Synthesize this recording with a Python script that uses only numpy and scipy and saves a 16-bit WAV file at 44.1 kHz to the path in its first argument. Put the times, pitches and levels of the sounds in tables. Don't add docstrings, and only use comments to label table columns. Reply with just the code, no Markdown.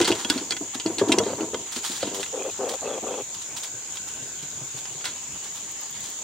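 import sys
import numpy as np
from scipy import signal
from scipy.fft import rfft, irfft
from scipy.io import wavfile
from scipy.ndimage import uniform_filter1d

SR = 44100
rng = np.random.default_rng(int(sys.argv[2]) if len(sys.argv) > 2 else 0)


def inscribe(sig):
    pcm = np.round(np.clip(np.atleast_2d(sig).T, -1, 1) * 32767)
    wavfile.write(sys.argv[1], SR, pcm.astype(np.int16))


N = 274902

# (time [s], blow [dB], board pitch [Hz], t60 [s])
PAD_LANDINGS = [(0.0, -10.5, 345, 0.072), (0.009, -15.5, 335, 0.023), (0.033, -26, 330, 0.06),
                (0.078, -19.5, 374, 0.071), (0.1, -9, 350, 0.018), (0.117, -17.5, 329, 0.041),
                (0.249, -25, 249, 0.038), (0.301, -20, 289.4, 0.073), (0.359, -21, 266, 0.056),
                (0.41, -29, 287, 0.066), (0.509, -32.5, 342, 0.17), (0.608, -25, 297, 0.098),
                (0.752, -31, 255, 0.076), (0.855, -12.5, 322, 0.06), (0.899, -21.5, 350, 0.03),
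                (0.972, -38, 320, 0.04), (0.985, -26, 303, 0.03), (1.013, -8, 401, 0.043),
                (1.034, -18, 396, 0.023), (1.047, -29, 380, 0.06), (1.072, -19.5, 312, 0.065),
                (1.092, -9, 311, 0.035), (1.115, -14, 275, 0.058), (1.139, -15, 360, 0.016),
                (1.178, -12, 381, 0.039), (1.198, -14.5, 458.5, 0.11), (1.261, -15.5, 400, 0.053),
                (1.298, -24, 516, 0.046), (1.33, -20, 540, 0.0078), (1.38, -27, 416, 0.24),
                (1.405, -17.5, 319.5, 0.074), (1.428, -20, 313, 0.032), (1.53, -23, 431, 0.035),
                (1.543, -20, 474, 0.021), (1.763, -30, 239, 0.059), (1.896, -29.5, 236, 0.011),
                (2.027, -16.5, 539, 0.017), (2.071, -24, 324, 0.014)]
# (pitch [ratio], level [dB], t60 [ratio])
BOARD_MODES = [(1.002, 12, 1.31), (1.347, 3.5, 1.2), (.45, -19, 0.23), (2.3, -3.5, 0.56), (2.9, -5.5, 0.29),
               (4.2, -10, 0.29)]
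# (pitch [Hz], level [dB], t60 [s])
FRAME_MODES = [(105.6, -17.5, 0.14), (151, -18.5, 0.08), (207, -8, 0.098), (651, 0, 0.23), (933, 2, 0.15)]
# (frequency [Hz], level [dB])
SWISH_SPECTRUM = [(470, -16.5), (800, 23), (953, 21), (2630, 5.5), (3300, 9.5), (4990, 0.5), (6910, -3.5),
                  (9220, -9), (10800, -24), (16000, -25.5)]


def pad_knocks():
    out, t = np.zeros(N), np.arange(9000) / SR
    rise_s = 0.0085
    attack, decay_time = np.sin(np.pi / 2 * np.minimum(t / rise_s, 1)) ** 2, np.maximum(t - rise_s, 0)
    frame = sum(ping(t, hz, db, t60) for hz, db, t60 in FRAME_MODES[:3])
    frame += sum(ping(t, hz, db - 9, t60 / 2.16) for hz, db, t60 in FRAME_MODES[3:])
    frame *= np.minimum(t / 0.027, 1)
    for start, db, hz, t60 in PAD_LANDINGS:
        ring = np.zeros(len(t))
        for ratio, mode_db, t60_ratio in BOARD_MODES:
            envelope = attack * amp(mode_db - 60 * decay_time / (t60 * t60_ratio))
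            ring += envelope * np.sin(2 * np.pi * (hz * ratio * t + rng.random()))
        add(out, start - .002, amp(db) * (ring / abs(ring).max() + frame))
    return out


def board_rumble():
    jolts = rng.standard_normal(N) * amp(1.9 * wobble(rng.standard_normal(N), 500))
    rattle = sum(amp(db) * band(jolts, 300 * ratio, 194) for ratio, db, _ in BOARD_MODES)
    rattle += sum(amp(db + 2.5) * band(jolts, hz, 140) for hz, db, _ in FRAME_MODES)
    power, t = np.zeros(N), np.arange(SR) / SR
    rise_s, t60, blow_share = 0.0031, 0.34, 0.59
    swell = np.minimum(t / rise_s, 1) * amp(-60 * t / t60)
    for start, blow_db, _, _ in PAD_LANDINGS:
        add(power, start, (amp(-30.5 + blow_share * (blow_db + 15.5)) * swell) ** 2)
    return evened(rattle) * np.sqrt(power)


def claws():
    # (time [s], level [dB], ring of the spot [Hz], scrape t60 [s])
    catches = [(0.014, -14, 3340, 0.13), (0.046, -19.5, 3850, 0.19), (0.0526, -20, 4250, 0.12),
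               (0.08, -34, 3100, 0.043), (0.106, -24.5, 3830, 0.037), (0.117, -21, 2900, 0.046),
               (0.124, -22.5, 3040, 0.06), (0.248, -23.5, 2940, 0.02), (0.3001, -12.5, 4720, 0.038),
               (0.378, -27, 4300, 0.092), (0.508, -19.5, 4460, 0.051), (0.5208, -21, 2280, 0.064),
               (0.567, -27, 3230, 0.05), (0.7994, -24.5, 3100, 0.063), (0.862, -25, 4400, 0.084),
               (0.984, -20, 3470, 0.11), (0.996, -23.5, 1770, 0.097), (1.1197, -14.5, 2460, 0.1),
               (1.123, -15, 3770, 0.026), (1.1855, -19, 4450, 0.033), (1.1856, -16, 5900, 0.034),
               (1.236, -32, 3720, 0.03), (1.246, -33.5, 3870, 0.67), (1.4077, -34, 2660, 0.096),
               (1.5452, -27, 1250, 0.03), (1.763, -29.5, 3970, 0.17), (2.0068, -28.5, 3660, 0.54),
               (2.0274, -27, 4370, 0.064), (2.069, -34.5, 3020, 0.45), (2.15, -43, 3350, 0.02),
               (2.2303, -24, 3500, 0.061), (2.262, -34, 2680, 0.062), (3.971, -33.5, 3300, 0.035),
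               (4.855, -30, 3060, 0.011), (5.011, -38, 3100, .012), (5.043, -28.5, 1880, 0.21),
               (5.055, -22, 3820, 0.18)]
    # (frequency [Hz], level [dB])
    bite_spectrum = [(500, -8), (850, -11), (1480, 0), (3200, 4), (5230, -1.5), (8500, -6.5), (11000, -25),
                     (16000, -28)]
    # (pitch [Hz], level [dB])
    plank_modes = [(980, -9.5), (1465, -9), (1720, -10.5), (2180, -11), (2800, -11), (3270, -5),
                   (4500, -13)]
    out, t = np.zeros(N), np.arange(5000) / SR
    noises = rng.standard_normal((len(catches), 2, len(t)))
    tunings = 1 + 0.0374 * rng.standard_normal((len(catches), len(plank_modes)))
    for (start, db, hz, t60), (grit, grip), tuning in zip(catches, noises, tunings):
        bite = np.sign(grit) * amp(-60 * t / 0.0066)
        bite[0] = 6
        hardness = min(1, (0.053 / t60) ** 0.31)
        scrape = grit * amp(-10.5 + 3.5 * wobble(grip, 50) - 60 * t / t60) * np.minimum(t / .0014, 1)
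        drive = hardness * bite + scrape
        spectrum = [(f * (hz / 3300) ** 0.11, level) for f, level in bite_spectrum]
        tilt_db = 2.5 + 0.2 * (db + 20.5) + 0.31 * np.log2(hz / 3000)
        spot = amp(10) * band(drive, hz, 820) + hardness * ping(t, hz, db=-4, t60=.014)
        modes = sum(ping(t, f * k, level, t60=0.061) for (f, level), k in zip(plank_modes, tuning))
        plank = amp(-23.5) * signal.oaconvolve(drive, modes)[:len(t)]
        add(out, start, amp(db) * (colour(drive, spectrum, tilt_db) + spot + plank))
    return np.array([out, np.roll(out, 1)])


def throat(t, pulse_hz, rough, rasp_db):
    # (centre [Hz], nominal width [Hz], level [dB])
    formants = [(507, 116, 3), (412, 118, -2.5), (263.5, 140, -8), (712, 300, -7.5), (1090, 800, -15.5),
                (2580, 350, -16), (3300, 280, -16.5)]
    wander, breath, uneven, flap, jaw, *spit = rng.standard_normal((12000, 7))[:len(t)].T
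    cycles = np.cumsum(pulse_hz * (1 + 0.22 * rough * wobble(wander, 350))) / SR
    pulses = np.diff(np.floor(cycles), prepend=0) * amp(4 * rough * np.clip(uneven, -1, 1))
    puffs = (0.37 + np.exp(-(cycles % 1) / 1.5)) * breath
    lumps = amp(2.4 * rough * wobble(flap, 300, 200))
    breath_share = .85 * rough
    drive = lumps * ((1 - breath_share) * evened(pulses) + breath_share * evened(puffs))
    hummed = 0.17 * (1 - rough) ** 4
    shut = 0.1 * np.exp(-t / 0.013)
    mouth = 1 - hummed - shut + rough * 0.07 * wobble(jaw, 900, 900)
    voice = sum((-1) ** k * amp(db) * glide(drive, hz * mouth, 0.86 * width)
                for k, (hz, width, db) in enumerate(formants[:5]))
    for (hz, width, db), noise in zip(formants[5:], spit):
        rasp = np.minimum(t / 0.08, 1) * amp(db + rasp_db + 4.5 * wobble(noise, 500, 500))
        voice += rasp * glide(drive, hz * mouth ** .5, 0.94 * width)
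    chest = amp(-24.5) * evened(resonate(drive, pulse_hz, 68))
    return evened(voice) + chest


def growls():
    # (time [s], length [s], effort [dB], drift [dB/s], pulse rate [Hz],
    # landing [s], jolt [dB], rasp [dB])
    bounds = [(2.104, 0.13, -37, 10, 97.6, 2.2, 4.5, -4), (2.322, .19, -31, -2, 105.4, 2.435, -13, -0.5),
              (2.582, 0.19, -26.5, -37, 123, 2.692, -3, -4.5), (2.812, .19, -32.5, 10, 120, 2.86, 0, -1),
              (3.017, 0.21, -30.5, -7, 104.7, 3.165, -9, -2)]
    roughness = [.08, .65, .6, .75, .75]
    out, rise_s, fall_s, jolt_s = np.zeros(N), 0.016, 0.023, 0.0088
    for (start, length, db, drift, hz, landing, jolt_db, rasp_db), rough in zip(bounds, roughness):
        t = np.arange(0, length, 1 / SR)
        envelope = np.minimum(t / rise_s, 1) * np.minimum((length - t) / fall_s, 1)
        level_db = db + drift * t + jolt_db * np.exp(-((start + t - landing) / jolt_s) ** 2)
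        add(out, start, envelope * amp(level_db) * throat(t, hz, rough, rasp_db))
    return out


def paw_swishes():
    # (time [s], level [dB], t60 [s])
    strokes = [(0.002, -21.5, 0.036), (0.078, -19, 0.11), (0.1566, -34, 0.51), (0.1996, -33, 0.31),
               (0.309, -31.5, 0.56), (0.749, -30.5, 0.1), (1.089, -33, 0.17), (1.726, -33.5, 0.28),
               (1.7633, -30.5, 0.15), (1.852, -28.5, 0.49), (1.9197, -30.5, 0.12), (1.964, -33, 0.36),
               (2.15, -32, 0.26), (2.2095, -34.5, 0.32), (2.512, -41, 0.066), (2.694, -30.5, 0.16),
               (2.74, -34, 0.083), (3.3463, -34, 0.06), (3.4198, -37, 0.096), (3.5707, -31.5, 0.19),
               (3.6375, -32, 0.17), (3.9577, -37.5, 0.13), (4.0856, -40, 0.17), (4.428, -39, 0.079),
               (4.778, -37.5, 0.19), (5.051, -30.5, 0.16), (5.445, -39.5, 0.22), (5.5609, -38, 0.29),
               (6.0495, -39, 0.65)]
    out, t = np.zeros((2, N)), np.arange(14000) / SR
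    lawn_s = 1.6
    for start, db, t60 in strokes:
        grit, side, grain = rng.standard_normal((3, len(t)))
        tilt_db = 6.5 if start < lawn_s else 9 + 0.07 * (start - lawn_s)
        rise_s = 0.073 * t60
        envelope = np.minimum(t / rise_s, 1) ** 2 * amp(-60 * np.maximum(t - rise_s, 0) / t60)
        snaps = amp(2.5 * wobble(grain, 40))
        hiss = [colour(snaps * noise, SWISH_SPECTRUM, tilt_db) for noise in (grit, 0.67 * grit + 0.87 * side)]
        add(out, start - 1.1 * rise_s, amp(db) * envelope * np.array(hiss))
    return out


def turf_thumps():
    # (time [s], level [dB], turf pitch [Hz])
    bounds = [(3.741, -38, 119), (4.22, -34.5, 131), (4.426, -36, 148), (4.571, -38, 151),
              (4.615, -31, 133), (4.744, -33.5, 130), (4.911, -40, 138), (4.955, -38, 148)]
    out, t = np.zeros(N), np.arange(5000) / SR
    attack = np.minimum(t / 0.012, 1) ** 2
    for start, db, hz in bounds:
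        body = ping(t, hz, db=0, t60=0.16)
        slap = amp(-5 - 60 * t / 0.14) * evened(resonate(rng.standard_normal(len(t)), 370, 120))
        add(out, start - .008, amp(db) * attack * (body + slap))
    return out


def scuffs():
    # (time [s], length [s], level [dB])
    skids = [(1, 0.3, -40), (1.25, 0.087, -41), (1.375, 0.081, -39)]
    out = np.zeros(N)
    for start, length, db in skids:
        grit, grip = rng.standard_normal((2, 14000))
        envelope = signal.windows.tukey(round(length * SR), .6)
        clatter = evened(band(grit * amp(2.6 * wobble(grip, 150, 150)), hz=850, width=670))
        add(out, start, amp(db) * envelope * clatter[:len(envelope)])
    return out


def echoes(x, t60):
    t = np.arange(6000) / SR
    taps = rng.standard_normal((len(t), 2)).T * (rng.random((len(t), 2)).T < .05)
    taps *= amp(-60 * t / t60) * (t > .002)
    return signal.oaconvolve(x, taps / np.linalg.norm(taps[0]), axes=1)[:, :N]


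def grass_rustles():
    t = np.arange(4000) / SR
    per_second, t60 = 7.7, 0.097
    onsets = (rng.random(N) < per_second / SR) * amp(-43 + 3.6 * np.minimum(rng.standard_normal(N), 1))
    puff = np.minimum(t / 0.013, 1) ** 2 * amp(-60 * t / t60)
    envelope = signal.oaconvolve(onsets, puff)[:N]
    left, side = rng.standard_normal((N, 2)).T
    return np.array([colour(envelope * x, SWISH_SPECTRUM, 3.34) for x in (left, left + 1.32 * side)])


def insects():
    # (centre [Hz], nominal width [Hz], level [dB])
    wing_modes = [(6874, 575, 8.5), (7120, 640, 1)]
    clicks = rng.choice([-1., 1.], (N, 2)).T * (rng.random((N, 2)).T < .15)
    clicks *= amp(2.54 * rng.exponential(1, (N, 2)).T)
    flutter_db = 0.44 * wobble(rng.standard_normal(N), 600, 600)
    chorus = sum(amp(db) * band(clicks, hz, 1.35 * width) for hz, width, db in wing_modes)
    out = evened(chorus) * amp(-36 + flutter_db)
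    stroke = signal.windows.tukey(round(0.012 * SR), .5)
    first_tick_s, gap_s, left_right_db = 5.712, 0.096, [[-42.5], [-48.5]]
    for k, grain in enumerate(rng.standard_normal((5, 2, len(stroke)))):
        rasp = evened(resonate(resonate(grain, 14300, 2500), 13500, 2500))
        add(out, first_tick_s + k * gap_s, amp(left_right_db) * stroke * rasp)
    return out


def yard_hush():
    # (frequency [Hz], level [dB])
    spectrum = [(25, -12.5), (117, -6.5), (166, -9), (405, -8.5), (531, -12), (988, -11), (1330, -17),
                (3080, -9.5), (4870, -12.5), (5880, -10.5), (6920, -1.5), (11000, -29), (14000, -21.5),
                (16000, -24)]
    # (frequency [Hz], left-right likeness [correlation])
    image = [(130, 0.93), (290, 0.85), (640, 0.95), (1410, 0.53), (3100, 0.27), (6820, 0.047),
             (15000, -0.14)]
    frames, hz = N // 256 + 5, np.fft.rfftfreq(1024, 1 / SR)
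    noise = rng.standard_normal((frames, len(hz), 4)).T
    left, side = noise[0::2] + 1j * noise[1::2]
    likeness = read(image, hz)[:, None]
    right = likeness * left + np.sqrt(1 - likeness ** 2) * side
    patches = uniform_filter1d(rng.standard_normal((frames, len(hz))).T, 12, axis=0)
    gain = amp(read(spectrum, hz)[:, None] + 2.15 * wobble(patches, 14))
    hush = signal.istft(np.array([left, right]) * gain, nperseg=1024, noverlap=768)[1][:, :N]
    return amp(-39.5) * evened(hush)


def far_hum():
    peak_s, spread_s = 4.12, 0.73
    swell = np.exp(-((np.arange(N) / SR - peak_s) / spread_s) ** 2)
    level_db = -55.5 - wobble(rng.standard_normal(N), 2000, 2000)
    return swell * amp(level_db) * evened(band(rng.standard_normal(N), hz=1513, width=190))


def amp(db):
    return 10 ** (np.asarray(db) / 20)


def evened(x):
    return x / np.sqrt(np.mean(x ** 2) + 1e-20)


def wobble(noise, *spans):
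    for span in spans:
        noise = uniform_filter1d(noise, span)
    return evened(noise)


def read(points, hz):
    f, value = np.transpose(points)
    return np.interp(np.log(hz + 1), np.log(f + 1), value)


def add(mix, start, sound):
    part = mix[..., max(round(start * SR), 0):][..., :sound.shape[-1]]
    part += sound[..., :part.shape[-1]]


def ping(t, hz, db, t60):
    return amp(db - 60 * t / t60) * np.sin(2 * np.pi * hz * t)


def resonate(x, hz, width):
    r = np.exp(-np.pi * width / SR)
    return 2 * signal.lfilter([1 - r], [1, -r * np.exp(2j * np.pi * hz / SR)], x.astype(complex)).real


def band(x, hz, width):
    return resonate(resonate(x, hz, width), hz, width)


def glide(x, hz, width):
    turn, r = np.exp(2j * np.pi * np.cumsum(hz) / SR), np.exp(-np.pi * width / SR)
    return 2 * (turn * signal.lfilter([(1 - r) ** 2], [1, -2 * r, r * r], x / turn)).real


def colour(x, table, tilt_db):
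    hz = abs(np.fft.fftfreq(1024, 1 / SR))
    gain_db = np.maximum(read(table, hz) + tilt_db * np.log2((hz + 50) / 4000), -80)
    minimum_phase = np.exp(np.conj(signal.hilbert(np.log(amp(gain_db)))))
    taps = np.fft.ifft(minimum_phase).real[:512]
    return signal.oaconvolve(x, taps / np.linalg.norm(taps))[:len(x)]


def scene():
    voice = growls() * amp([[.8], [-.8]])
    steps = (pad_knocks() + board_rumble()) * amp([[.2], [-.2]])
    body = voice + steps + turf_thumps() + far_hum() + scuffs()
    nails = claws()
    tails = amp(-37) * echoes(body, t60=0.99) + amp(-5.5) * echoes(nails, t60=0.044)
    return body + nails + tails + paw_swishes() + grass_rustles() + yard_hush() + insects()


def record(dry):
    # (frequency [Hz], left minus right [dB])
    balance = [(60, 1.5), (180, -0.5), (550, 1.55), (1650, -0.5), (4970, -0.5), (15000, 4)]
    low_cut_hz, high_cut_hz = 60, 15870
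    hz = np.fft.rfftfreq(N, 1 / SR)
    tinted = irfft(rfft(dry) * amp(np.outer([.5, -.5], read(balance, hz))), N)
    trimmed = signal.sosfilt(signal.butter(2, low_cut_hz, "high", fs=SR, output="sos"), tinted)
    lowpass = signal.firwin(511, high_cut_hz, window=("kaiser", 9), fs=SR)
    return signal.oaconvolve(trimmed, lowpass[None], "same")


dry = scene()
out = record(dry)
inscribe(out)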